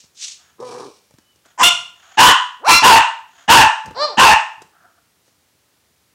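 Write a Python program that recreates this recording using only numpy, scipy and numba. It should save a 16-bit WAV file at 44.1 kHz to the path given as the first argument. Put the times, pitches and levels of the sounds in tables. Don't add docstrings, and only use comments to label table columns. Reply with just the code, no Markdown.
import sys
import numpy as np
from scipy import signal
from scipy.fft import rfft, irfft
from scipy.io import wavfile
from scipy.ndimage import uniform_filter1d
from numba import njit

SR = 44100
rng = np.random.default_rng(int(sys.argv[2]) if len(sys.argv) > 2 else 0)


def volts(x):
    e = np.asarray(x, float) / 20
    return 10 ** e


def master_out(mix):
    frames = np.transpose(np.atleast_2d(mix))
    ceiling = np.clip(frames, -1, 1)
    pcm = np.round(ceiling * 32767).astype(np.int16)
    wavfile.write(sys.argv[1], SR, pcm)


N = 270774


@njit
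def moving_bandpass(x, hz, width):
    y, b, l = np.empty(len(x)), 0., 0.
    for i in range(len(x)):
        g, k = np.tan(np.pi * hz[i] / SR), width / hz[i]
        v = (b + g * (x[i] - l)) / (1 + g * (g + k))
        b, l, y[i] = 2 * v - b, l + 2 * g * v, k * v
    return y


def band(x, hz, width):
    centre_hz = np.clip(hz + np.zeros(len(x)), 30, SR / 2.3)
    return moving_bandpass(x, centre_hz, max(1. * width, 10.))


def double_band(x, hz, width):
    return band(band(x, hz, width), hz, width)


def resonances(x, modes):
    return sum((-1) ** k * volts(db) * band(x, hz, width) for k, (hz, width, db) in enumerate(modes))


def butter(x, order, hz, kind):
    return signal.sosfilt(signal.butter(order, hz, kind, fs=SR, output="sos"), x)


def unit(x):
    return x / np.sqrt(np.mean(x ** 2))


def read(table):
    s, *columns = np.transpose(table)
    t = np.arange(int(s[0] * SR), int(s[-1] * SR))
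    return t[0], [np.interp(t / SR, s, c) for c in columns]


def steps(values, length):
    return np.interp(np.linspace(0, 1, length), np.linspace(0, 1, len(values)), values)


def add(out, start, x):
    edge = np.arange(len(x))
    out[start:start + len(x)] += x * np.minimum(np.minimum(edge, edge[::-1]) / 88, 1)


def folds(hz, rough, weak):
    noise = rng.standard_normal((3, 24000))[:, :len(hz)]
    rough = np.clip(rough, 0, 1)
    shake = unit(uniform_filter1d(uniform_filter1d(noise[0], size=90), size=90))
    phase = np.cumsum(hz * (1 + 0.1227 * rough * shake)) / SR
    harmonics = np.arange(1, 44)[:, None]
    rolloff = np.exp(-(harmonics * hz / 8000) ** 4)
    clean = np.sum(np.cos(2 * np.pi * harmonics * phase) * rolloff, axis=0)
    alternation = 1 + weak * np.cos(np.pi * phase)
    size = alternation * volts(3.1 * rough * unit(uniform_filter1d(noise[1], size=120)))
    hiss = noise[2] * (1 + 0.5 * np.cos(2 * np.pi * phase))
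    return size * (clean * np.sqrt(hz / SR) * 2 + 3.31 * rough * hiss)


def call(out, table, voice, throat, mouth_width_hz, top_hz):
    start, (pitch_hz, level_db) = read(table)
    rough, weak, mouth_over_pitch, throat_db = (steps(v, len(pitch_hz)) for v in voice)
    source = folds(pitch_hz, rough, np.clip(weak, 0, 1))
    source = butter(source, 4, top_hz, "low")
    mouth = unit(double_band(source, mouth_over_pitch * pitch_hz, mouth_width_hz))
    share = volts(throat_db)
    voiced = (mouth - share * unit(resonances(source, throat))) / np.sqrt(1 + share ** 2)
    add(out, start, volts(level_db) * voiced)


def air(out, puffs, edge_db, colour):
    for s, rise, hold, fall, top_db in puffs:
        moments = s + np.cumsum(np.abs([0, rise, hold, fall]))
        levels = top_db + np.array([edge_db[0], 0, 0, edge_db[1]])
        start, (level_db,) = read(np.transpose([moments, levels]))
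        noise = rng.standard_normal((2, SR))[:, :len(level_db)]
        flutter = volts(2.6 * unit(uniform_filter1d(noise[1], size=400)))
        rush = butter(resonances(noise[0], colour), 4, 9500, "low")
        add(out, start, volts(level_db) * unit(flutter * rush))


# freq_hz, density_db (per Hz)
FLOOR_SPECTRUM = [(18, -53.5), (30, -25.5), (75, 0), (175, -3.5), (320, -5), (660, -9), (5660, -12.5),
                  (13500, -17.5)]


def room_tone():
    hz, db = np.transpose(FLOOR_SPECTRUM)
    shape_db = np.interp(np.log(np.fft.rfftfreq(N, 1 / SR) + 1), np.log(hz), db)
    return volts(-61.5) * unit(irfft(rfft(rng.standard_normal(N)) * volts(shape_db), N))


# start_s, rise_s, hold_s, fall_s, level_db
SNORTS = [
    (0, 0.00053, 0.0036, 0.066, -48),
    (0.145, 0.083, 0.0067, 0.13, -32),
    (5.198, 0.079, 0.0058, .07, -69),
]
SNORT_EDGES = (-27, -19)
# freq_hz, width_hz, level_db
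NOSE_MODES = [(2900, 1750, -0.64), (4230, 5450, -0.38), (6600, 2440, 1.3)]


def snort(out):
    air(out, SNORTS, SNORT_EDGES, NOSE_MODES)


# start_s, peak_db, thud_hz, tick_db (against the thud)
CLAW_TICKS = [(0.039, -33.5, 132, -24), (1.109, -41, 340, -9), (1.139, -33, 147, -18.5),
              (1.185, -29, 149, -16), (1.359, -48, 288, -1.5), (1.458, -37, 345, -6.5),
              (3.859, -23.5, 283, -9), (3.909, -25, 345, -29.5), (4.619, -30.5, 527.4, -3),
              (4.654, -37, 137.6, -28), (5.279, -43, 253, -9)]


def claws(out):
    t = np.arange(2000) / SR
    for s, peak_db, thud_hz, tick_db in CLAW_TICKS:
        noise = rng.standard_normal((2, len(t)))
        thud = 6 * band(noise[0] * np.exp(-t / 0.0057), thud_hz, thud_hz)
        tick = double_band(noise[1], 6000, 6000) * np.exp(-t / 0.0051)
        start = int(s * SR)
        out[start:start + len(t)] += volts(peak_db - 13.5) * (thud + volts(tick_db + 10.5) * tick)


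# start_s, rise_s, hold_s, fall_s, level_db
GASP_PUFFS = [
    (.37, 0.018, .12, 0.1, -64),
    (1.44, 0.024, 0.056, 0.036, -61),
    (1.96, 0.086, 0.14, 0.097, -54.5),
    (3.279, 0.099, 0.067, 0.024, -55.5),
]
MOUTH_AIR_EDGES = (-8, -16.5)
# freq_hz, width_hz, level_db
OPEN_MOUTH_MODES = [(710, 70, -4), (1350, 430, -4), (1740, 560, -5.5), (3200, 680, -10.5), (6750, 460, -10)]


def gasps(out):
    air(out, GASP_PUFFS, MOUTH_AIR_EDGES, OPEN_MOUTH_MODES)


# time_s, pitch_hz, level_db
MOAN_CURVE = [(.582, 198.9, -53), (.598, 203, -42.5), (.625, 252.5, -33), (.67, 252.4, -35.5),
              (.7, 237.7, -37.5), (.77, 250, -39), (.86, 259.9, -40), (.905, 229, -48)]
# rough (0-1), weak (0-1), mouth_over_pitch (ratio), throat_db
MOAN_FOLDS = [
    (0.48, 0.11, 0.38, 0.31, 0.47),
    (0.62, .03, .1, 0.89, 2.6),
    (1.95, 2.01, 1.8, 1.95, 1.53, 1.55),
    (-7, -0.5, 4, 0.5, -18),
]
# freq_hz, width_hz, level_db
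MOAN_MODES = [(127, 13, 10), (930, 870, 8.5), (1260, 300, 6)]
# start_s, rise_s, hold_s, fall_s, level_db
MOAN_PUFFS = [
    (.6, 0.13, .02, 0.57, -47.5),
    (0.64, .04, 0.0086, 0.048, -59),
]
MOAN_AIR_EDGES = (-10.5, -41)
# freq_hz, width_hz, level_db
MOAN_AIR_MODES = [(2327, 130, 7.5), (4060, 1450, 4.5), (5680, 870, 9), (9000, 6700, -2)]


def moan(out):
    call(out, MOAN_CURVE, MOAN_FOLDS, MOAN_MODES, mouth_width_hz=186, top_hz=1394)
    air(out, MOAN_PUFFS, MOAN_AIR_EDGES, MOAN_AIR_MODES)


# time_s, pitch_hz, level_db
WHISTLE_CURVE = [(1.15, 2900, -81.5), (1.3, 3010, -64.5), (1.4, 2790, -80.5)]


def whistle(out):
    start, (pitch_hz, level_db) = read(WHISTLE_CURVE)
    add(out, start, volts(level_db) * np.sin(2 * np.pi * np.cumsum(pitch_hz) / SR))


# time_s, pitch_hz, level_db
START_CURVE = [(1.576, 450.5, -42.5), (1.6, 488, -20.5), (1.62, 523.5, -8.5), (1.632, 499, -14),
               (1.645, 485, -29)]
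# rough (0-1), weak (0-1), mouth_over_pitch (ratio), throat_db
START_FOLDS = [
    (.5, .33),
    (.4, .3),
    (2.05, 2.0),
    (-6, -5),
]
# freq_hz, width_hz, level_db
START_MODES = [(229, 86, -5), (1540, 500, 4), (3120, 600, -11), (4900, 900, -9), (7440, 1500, -6)]
# time_s, pitch_hz, level_db
SQUEAK_CURVE = [(1.625, 677.5, -34), (1.635, 700, -5.5), (1.69, 718.4, -11.5), (1.705, 710, -43.5)]
# rough (0-1), weak (0-1), mouth_over_pitch (ratio), throat_db
SQUEAK_FOLDS = [
    (.22, .09),
    (.3, .13),
    (1.85, 1.85),
    (8, 15),
]
# freq_hz, width_hz, level_db
SQUEAK_MODES = [(710, 120, -2), (2797, 540, 12), (3480, 430, 11), (4250, 500, 1), (5600, 410, 4.5),
                (7410, 2700, 0)]


def first_yelp(out):
    call(out, START_CURVE, START_FOLDS, START_MODES, mouth_width_hz=330, top_hz=9000)
    call(out, SQUEAK_CURVE, SQUEAK_FOLDS, SQUEAK_MODES, mouth_width_hz=600, top_hz=10900)


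# start_s, rise_s, hold_s, fall_s, level_db
HAND_SHIFTS = [
    (1.71, 0.0065, .01, 0.37, -56),
    (3.84, .03, .005, 0.16, -43),
    (4.57, 0.0099, .06, 0.11, -63.5),
]
HAND_EDGES = (-17, -32)
# freq_hz, width_hz, level_db
GRIP_MODES = [(60, 14, -0.5), (140.8, 120, -2.5)]


def handling(out):
    air(out, HAND_SHIFTS, HAND_EDGES, GRIP_MODES)


# start_s, length_s, level_db, wide_hz (mouth at its widest), closed_hz (closed again)
BARK_EVENTS = [
    (2.171, 0.15, -0.5, 985, 999.3),
    (2.818, 0.17, -0.5, 990, 891.2),
    (3.478, 0.16, 0, 989, 880.7),
    (4.169, 0.17, -3, 1040, 867.5),
]
# freq_hz, width_hz, level_db
BARK_MODES = [(3360, 730, -24.5), (6000, 1600, -23), (6800, 1300, -21), (8370, 1400, -28)]
BARK_SECOND_HZ = (1747, 1590, 1538, 1637, 1837)
BARK_ROUGHNESS = .3, .4, .3, .36
BARK_UPPER_LEVELS = 0.1, -1.3, -1.2, 0.8
MOUTH_SHUT_HZ, MOUTH_OPENS_S, MOUTH_HOLDS_S, MOUTH_CLOSES_S = 809, .05, .017, .04
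ATTACK_S, CHEST_S = .03, .027
OVERLOAD_DB = 7


def barks(out):
    for s, length, top_db, wide_hz, closed_hz in BARK_EVENTS:
        t = np.arange(int(length * SR)) / SR
        moments = np.cumsum([0, MOUTH_OPENS_S, MOUTH_HOLDS_S, MOUTH_CLOSES_S])
        mouth_hz = np.interp(t, moments, [MOUTH_SHUT_HZ, wide_hz, wide_hz, closed_hz])
        third_hz = np.interp(t, moments[2:], [2850, 3.08 * closed_hz])
        second_hz = steps(BARK_SECOND_HZ, len(t))
        rough = steps(BARK_ROUGHNESS, len(t))
        upper_db = steps(BARK_UPPER_LEVELS, len(t))
        onset_db = -25.5 * np.clip(1 - t / ATTACK_S, 0, 1) ** 1.3
        sag_db = -7.5 * (t / length) ** 6.3
        level_db = top_db + onset_db + sag_db
        source = folds(mouth_hz / 2, rough, 0.33)
        source = butter(source, 4, 600, "high")
        mouth = double_band(source, mouth_hz, 260)
        second = volts(-8.0) * double_band(source, second_hz, 450)
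        third = volts(-7.5) * double_band(source, third_hz, 600)
        upper = third + band(resonances(source, BARK_MODES), 3400, 10000)
        effort_db = level_db + OVERLOAD_DB * np.clip((level_db + 3.0) / 11, 0, 1)
        start = int(s * SR)
        add(out, start, volts(effort_db) * unit(mouth - second + volts(upper_db) * upper))
        puff = unit(double_band(rng.standard_normal(SR)[:len(t)], 250, 200))
        add(out, start, volts(-26.5) * puff * t / CHEST_S * np.exp(1 - t / CHEST_S))


# time_s, pitch_hz, level_db
RISE_CURVE = [(2.595, 183.8, -63), (2.625, 291.5, -49), (2.65, 565.3, -24), (2.67, 766, -16),
              (2.682, 899, -13.5), (2.712, 904, -10.5)]
# rough (0-1), weak (0-1), mouth_over_pitch (ratio), throat_db
RISE_FOLDS = [
    (.06, .05, .17),
    (.05, .09),
    (1.5, 1.6, 1.6, 1.05, 1.01),
    (-22, -22, -12),
]
# freq_hz, width_hz, level_db
RISE_MODES = [(1500, 1400, 0)]
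# time_s, pitch_hz, level_db
SECOND_YELP_CURVE = [(2.645, 698.4, -51), (2.675, 688.3, -25), (2.695, 689.7, -4.5), (2.735, 678.7, -2.5),
                     (2.785, 690, -8), (2.8, 680, -29.5)]
# rough (0-1), weak (0-1), mouth_over_pitch (ratio), throat_db
SECOND_YELP_FOLDS = [
    (.6, .45, .2, .06, .05),
    (.6, .8, .6, .25, .1),
    (1.49, 1.51, 1.5, 1.52, 1.97, 1.99, 1.98),
    (3, -5, 9, 14),
]
# freq_hz, width_hz, level_db
SECOND_YELP_MODES = [(2330, 180, 5), (2712, 120, 5.5), (4115, 400, 0), (5664, 400, 1), (7560, 4700, -12)]


def second_yelp(out):
    call(out, RISE_CURVE, RISE_FOLDS, RISE_MODES, mouth_width_hz=650, top_hz=1400)
    call(out, SECOND_YELP_CURVE, SECOND_YELP_FOLDS, SECOND_YELP_MODES, mouth_width_hz=350, top_hz=11000)


# time_s, pitch_hz, level_db
WHINE_CURVE = [(3.945, 360, -44.5), (3.971, 491, -31.5), (3.995, 550, -25), (4.025, 600, -18),
               (4.053, 604, -20), (4.069, 580, -30), (4.1, 465, -34.5), (4.15, 315, -38)]
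# rough (0-1), weak (0-1), mouth_over_pitch (ratio), throat_db
WHINE_FOLDS = [
    (.18, .06, .07, .15),
    (.05, .03),
    (1.6, 1.7, 1.85, 2.2),
    (-8, -3, 1, -5),
]
# freq_hz, width_hz, level_db
WHINE_MODES = [(540, 390, 5), (2820, 1200, -6), (4194, 390, 7), (4900, 600, 3), (5623, 280, -2.5),
               (7823, 1100, -13)]


def whine(out):
    call(out, WHINE_CURVE, WHINE_FOLDS, WHINE_MODES, mouth_width_hz=650, top_hz=8000)


# start_s, rise_s, hold_s, fall_s, level_db
LATE_GASP_PUFFS = [
    (4.72, 0.12, 0.038, .05, -57),
    (4.95, .035, .005, .04, -64),
]
# freq_hz, width_hz, level_db
SHUT_MOUTH_MODES = [(700, 70, -2), (1310, 190, -1), (1610, 250, -4)]


def late_gasps(out):
    air(out, LATE_GASP_PUFFS, MOUTH_AIR_EDGES, SHUT_MOUTH_MODES)


@njit
def walls(x, lags, gain, damp):
    line, soft, out = np.zeros((8, 4096)), np.zeros(8), np.zeros(len(x))
    for i in range(len(x)):
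        total = 0.
        for k in range(8):
            soft[k] += (1 - damp) * (gain[k] * line[k, (i - lags[k]) & 4095] - soft[k])
            total += soft[k]
            out[i] += soft[k] * (1 - 2 * (k % 2))
        for k in range(8):
            line[k, i & 4095] = x[i] + soft[k] - total / 4
    return out


def bare_room(dry):
    T60_S = 0.42
    lags = np.array([397, 709, 1093, 1523, 1951, 2411, 2903, 3389])
    ring = walls(dry + 1e-18, lags, volts(-60 * lags / SR / T60_S), 0.1)
    return butter(ring, 3, 450, "high")


def scene():
    dog = np.zeros(N)
    for source in (snort, claws, gasps, moan, whistle, first_yelp, handling, barks, second_yelp, whine, late_gasps):
        source(dog)
    near = volts(4.0) * dog + volts(-9.5) * bare_room(dog)
    DUCK_DB, DUCK_S = -25.5, .05
    loudness = uniform_filter1d(np.abs(near), int(DUCK_S * SR))
    return (near + room_tone() / (1 + loudness / volts(DUCK_DB)))[None]


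def low_pass(x):
    return signal.sosfilt(signal.butter(12, 16480, fs=SR, output="sos"), x)


def record(dry):
    CEILING, TOP_HZ = 0.62, 15800
    flattened = dry / (1 + np.abs(dry / CEILING) ** 6.84) ** (1 / 6.9)
    tilted = butter(flattened, 4, 52, "high")
    mix = signal.sosfiltfilt(signal.ellip(8, .1, 40, TOP_HZ, fs=SR, output="sos"), tilted)
    return low_pass(mix)


dry = scene()
out = record(dry)
master_out(out)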